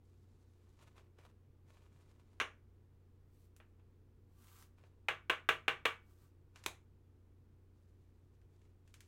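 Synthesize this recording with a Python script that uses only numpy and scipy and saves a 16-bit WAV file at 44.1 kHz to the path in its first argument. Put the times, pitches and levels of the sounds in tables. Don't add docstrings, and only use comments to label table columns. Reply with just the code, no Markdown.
import sys
import numpy as np
from scipy import signal
from scipy.fft import rfft, irfft, next_fast_len
from scipy.io import wavfile
from scipy.ndimage import map_coordinates

SR = 44100
rng = np.random.default_rng(int(sys.argv[2]) if len(sys.argv) > 2 else 0)


def generate_wav(sig):
    pcm = np.round(np.clip(np.atleast_2d(sig).T, -1, 1) * 32767).astype(np.int16)
    wavfile.write(sys.argv[1], SR, pcm)


N = 399987

# frequency_hz, t60_s
ROOM_DECAY = [(150, .3), (530, 0.23), (1400, 0.26), (2600, .23), (4000, 0.2), (7000, 0.22), (14000, 0.18)]


def taps():
    # start_s, direct_peak_db, treble_db_per_octave,
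    # desk_delay_s, desk_db (over the direct pulse), ring_db (gain of chatter, modes and room together)
    tap_events = [(5.0845, -22.5, -2, 0.0024, 5, 2), (5.2977, -19, -1.5, .0026, 0.5, 1),
                  (5.489, -18.5, 0.5, 0.0025, 5, 1.5), (5.6806, -19, -2.5, .0025, 3.5, 0.5),
                  (5.8535, -21, 0.5, 0.0033, 6, 3.5)]
    # frequency_hz, level_db (relative)
    knock_spectrum = [(100, -18), (200, -22.5), (300, -8.5), (500, -5), (850, -5.5), (1200, 0.5),
                      (1700, -0.5), (2750, 0), (3500, -5.5), (4800, -24), (6500, -22.5), (9000, -27),
                      (15500, -32)]
    track = np.zeros(N)
    for start, peak_db, treble_db, desk_delay, desk_db, ring_db in tap_events:
        chatter = amp(1.5) * diffuse_tail([(1000, 0.03)], delay=0.0027)
        chatter += amp(-8) * diffuse_tail([(1000, 0.015)], delay=0.0005)
        modes = amp(1.3) * ringing(scatter_db=2.0)
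        room = amp(1.4) * diffuse_tail(ROOM_DECAY, delay=0.006)
        path = amp(ring_db) * (chatter + modes + room)
        path[0] += 1
        path[round(abs(desk_delay) * SR)] += amp(desk_db)
        tap = signal.fftconvolve(pulse(knock_spectrum, treble_db, 0), path)
        add(track, start, amp(peak_db) * tap)
    return track


def handling():
    # start_s, direct_peak_db, treble_db_per_octave, bass_db (shelf below about 900 Hz)
    pickup_events = [(2.4010, -20.5, 0, -2), (2.4132, -25.5, 0, 8)]
    clack_events = [(6.6621, -19.5, -0.5, -1)]
    tick_events = [(.7912, -55.5, -2, 7), (.980, -48.5, -4, 13), (1.187, -54, -4, 27),
                   (3.5645, -44.5, 13, 2), (3.6016, -48, -41, 4), (3.7972, -62, -24, 17),
                   (4.4825, -53, 0, 0), (4.625, -44, 8, -1), (4.838, -54.5, -11, 15.5),
                   (6.5595, -42.5, 0, -1), (6.639, -41, 4, -8), (8.416, -64, 2, 0), (8.617, -61, 1, 0),
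                   (8.653, -64, 0, -2), (8.877, -55, 6, -4), (8.9412, -42.5, 5.5, -13),
                   (9.0062, -42.5, 6.5, -21)]
    # frequency_hz, level_db (relative)
    hollow_spectrum = [(200, -18.5), (400, -10), (640, -4.5), (800, -9), (1150, -1.5), (2700, -1),
                       (3800, -11), (4900, -25), (5800, -16), (6900, -20), (8100, -32), (8800, -21),
                       (10200, -32), (14000, -37.5)]
    click_spectrum = [(150, -8), (350, -2), (750, -1.5), (1100, 0.5), (1600, -6.5), (2400, 1.5),
                      (2850, -8.5), (3800, -0.5), (4600, -13), (5700, -12.5), (6300, -6.5), (8400, -12),
                      (9500, -12), (15500, -20)]
    thin_spectrum = [(200, -15), (550, -6), (900, -3), (1400, -1), (1850, 0), (2150, -2), (2600, 0.5),
                     (3300, -4), (4700, -8.5), (6000, -7.5), (7500, -11), (10000, -17), (15500, -29)]
    pickup = contacts(pickup_events, hollow_spectrum, ring_t60=0.061, ring_db=0.5, modes_db=-3.0,
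                      desk_delay=0.0029, desk_db=-7.0, room_db=-0.7)
    clack = contacts(clack_events, click_spectrum, ring_t60=0.02, ring_db=3.5, modes_db=-17,
                     desk_delay=0.0007, desk_db=-6.0, room_db=-2.5)
    light = contacts(tick_events, thin_spectrum, ring_t60=0.029, ring_db=1.0, modes_db=-8.5,
                     desk_delay=0.0016, desk_db=-22, room_db=-1.5)
    return pickup + clack + light


def contacts(events, spectrum, ring_t60, ring_db, modes_db, desk_delay, desk_db, room_db):
    track = np.zeros(N)
    for start, peak_db, treble_db, bass_db in events:
        path = amp(ring_db) * diffuse_tail([(1000, ring_t60)], delay=0.0006)
        path += amp(modes_db) * ringing(scatter_db=2.5)
        path += amp(room_db) * diffuse_tail(ROOM_DECAY, delay=0.005)
        path[0] += 1
        path[round(abs(desk_delay) * SR)] += amp(desk_db)
        contact = signal.fftconvolve(pulse(spectrum, treble_db, bass_db), path)
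        add(track, start, amp(peak_db) * contact)
    return track


def ringing(scatter_db):
    # frequency_hz, level_db (relative), t60_s
    holder_modes = [(142, 19, .4), (378, 9, .2), (452, 16, .2), (494, 13, .2), (641, 12, .22),
                    (806, 13, .2), (1035, 10, .14), (1080, 11, .17), (1152, 13, .18), (1182, 9, .28),
                    (1322, 10, .18), (1470, 7, .3), (1512, 10, .15), (1545, 13, .16), (1610, 9, .15),
                    (1658, 14, .16), (1798, 9, .18), (1965, 6, .16), (2066, 8, .13), (2264, 11, .31),
                    (2305, 11, .15), (2362, 12, .2), (2530, 8, .15), (2730, 10, .12), (2795, 12, .16),
                    (2850, 10, .13), (2903, 13, .14), (3279, 10, .15), (3610, 9, .13), (6370, 12, .18)]
    t = np.arange(SR // 2) / SR
    hz, level_db, t60 = np.transpose(holder_modes)[:, :, None]
    decay = np.log(1000) / t60
    scattered_db = level_db + scatter_db * rng.standard_normal(hz.shape)
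    size = amp(scattered_db) * 2 * decay / SR
    sines = np.sin(2 * np.pi * (hz * t + rng.random(hz.shape)))
    return np.sum(size * np.exp(-decay * t) * sines, axis=0)


def pulse(spectrum, treble_db, bass_db, size=2048):
    hz = np.fft.rfftfreq(size, 1 / SR)
    treble_tilt = treble_db * np.log2(1 + (hz / 4000) ** 4) / 4
    bass_shelf = bass_db / (1 + (hz / 900) ** 4)
    db = along(spectrum, hz) + treble_tilt + bass_shelf
    cepstrum = irfft(np.log(amp(db)))
    cepstrum[1:size // 2] *= 2
    cepstrum[size // 2 + 1:] = 0
    wave = irfft(np.exp(rfft(cepstrum)))
    return wave / np.abs(wave).max()


def diffuse_tail(t60, delay):
    hz, t, z = signal.stft(rng.standard_normal(SR // 2), SR, nperseg=128)
    decay = amp(-60 * t / along(t60, hz)[:, None])
    tail = signal.istft(z * decay, SR, nperseg=128)[1]
    tail = np.pad(tail, (round(abs(delay) * SR), 0))[:SR // 2]
    return tail / np.linalg.norm(tail)


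def slide():
    # start_s, length_s, cavity_db, hiss_db (levels relative)
    pushes = [(3.35, 0.1, -101, -85), (4.42, 0.2, -73.5, -72.5), (6.1, 0.022, -85, -84),
              (6.215, .04, -83.5, -81)]
    # frequency_hz, gain_db (relative)
    cavity_spectrum = [(400, -28.5), (750, -9.5), (1020, -5.5), (1170, 1), (1330, -6.5), (1550, -3.5),
                       (1750, -16.5), (4000, -19), (15000, -61)]
    slick_spectrum = [(1000, -14), (2000, 0.5), (4000, 1), (6000, 0), (8000, 1.5), (10500, -0.5),
                      (12500, 2), (15500, -0.5)]
    cavity = amp(0.5) * coloured(slips(rate=600, spread_db=1, smooth_db=-3.5), cavity_spectrum)
    hiss = amp(2.5) * coloured(slips(rate=1600, spread_db=3.5, smooth_db=-1), slick_spectrum)
    return friction(pushes, cavity, hiss, rise=169.5, drift=30.5, fall=283)


def rustle():
    # start_s, length_s, rub_db, hiss_db (levels relative)
    strokes = [(.05, 0.49, -89.5, -88.5), (.56, 0.31, -86, -89.5), (.795, 0.082, -73, -83.5),
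               (.968, 0.027, -67.5, -80.5), (1.19, 0.075, -69.5, -83), (1.68, 0.18, -74.5, -84),
               (1.93, 0.15, -80, -85.5), (2.11, 0.3, -82, -90.5), (4.79, 0.092, -78.5, -89),
               (6.56, .09, -72.5, -79), (7.75, .65, -95, -96.5), (8.51, 0.2, -90.5, -91.5),
               (8.87, 0.21, -87.5, -85.5)]
    # frequency_hz, gain_db (relative)
    rub_spectrum = [(200, -5.5), (400, -7), (510, 4.5), (750, -2), (1000, 2.5), (1320, -2), (1800, -5.5),
                    (2450, -4), (4000, -14), (7000, -22), (15000, -27.5)]
    hiss_spectrum = [(1500, -33), (3500, 3.5), (5000, -0.5), (7000, 1.5), (10000, -5), (15500, -14)]
    rub = amp(-1.05) * coloured(slips(rate=260, spread_db=0, smooth_db=-5), rub_spectrum)
    hiss = amp(-0.7) * coloured(slips(rate=700, spread_db=3.5, smooth_db=-1), hiss_spectrum)
    catch_db, catches_per_s = 2.5, 50
    catching = amp(catch_db * wobble(catches_per_s))
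    return catching * friction(strokes, rub, hiss, rise=700, drift=-3.5, fall=259)


def friction(moves, body, hiss, rise, drift, fall):
    track = np.zeros(N)
    for start, length, body_db, hiss_db in moves:
        rubbing = amp(body_db) * body + amp(hiss_db) * hiss
        track += gesture(start, length, rise, drift, fall) * rubbing
    return track


def slips(rate, spread_db, smooth_db):
    slipping = rng.random(N) < rate / SR
    unevenness = amp(spread_db * np.clip(rng.standard_normal(N), -2, 2))
    grains = slipping * rng.standard_normal(N) * unevenness
    rush = unit(grains) + amp(smooth_db) * rng.standard_normal(N)
    room = signal.fftconvolve(rush, diffuse_tail(ROOM_DECAY, delay=0.0028))[:N]
    return rush + amp(-2.5) * room


def gesture(start, length, rise, drift, fall):
    t = np.arange(N) / SR - start
    attack = rise * np.minimum(t, 0)
    hold = drift * (np.clip(t, 0, length) - length / 2)
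    release = fall * np.maximum(t - length, 0)
    return amp(np.maximum(attack + hold - release, -200))


def fan():
    # frequency_hz, peak_db
    hum_lines = [(28.5, -74.5), (56, -75.5), (59.5, -73.5), (90, -63), (112, -84.5), (143, -82.5),
                 (236, -83), (294, -81.5), (356, -81), (415, -89), (478, -89)]
    # frequency_hz, gain_db (relative)
    air_spectrum = [(20, -8), (45, -1), (75, -7), (130, -1.5), (170, -14), (220, -7.5), (265, -14),
                    (420, -13), (600, -25), (1000, -27.5), (2000, -34.5), (5000, -43), (10000, -46.5),
                    (15500, -46)]
    t = np.arange(N) / SR
    hum = np.zeros(N)
    for hz, peak_db in hum_lines:
        wander = hz / 300 * wobble(2.4)
        hum += amp(peak_db) * np.sin(2 * np.pi * (hz * t + rng.random()) + wander)
    return hum + amp(-70.0) * coloured(rng.standard_normal(N), air_spectrum)


def amp(db):
    return 10 ** (np.asarray(db) / 20)


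def unit(x):
    return x / np.sqrt(np.mean(x ** 2) + 1e-20)


def along(points, hz):
    f, v = np.transpose(points)
    return np.interp(np.log(hz + 1), np.log(f + 1), v)


def wobble(rate):
    knots = rng.standard_normal(int(N * rate / SR) + 4)
    return map_coordinates(knots, [np.arange(N) * rate / SR])


def filtered(x, response):
    m = next_fast_len(len(x) + SR // 4)
    return irfft(rfft(x, m) * response(np.fft.rfftfreq(m, 1 / SR)), m)[:len(x)]


def coloured(x, spectrum):
    return unit(filtered(x, lambda hz: amp(along(spectrum, hz))))


def add(track, start, sound):
    part = track[round(start * SR):][:len(sound)]
    part += sound[:len(part)]


def scene():
    return (taps() + handling() + rustle() + slide() + fan())[None]


def record(dry):
    top_hz = 15900
    band_limit = signal.ellip(10, 0.2, 70, top_hz, fs=SR, output="sos")
    return signal.sosfilt(band_limit, dry)


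dry = scene()
out = record(dry)
generate_wav(out)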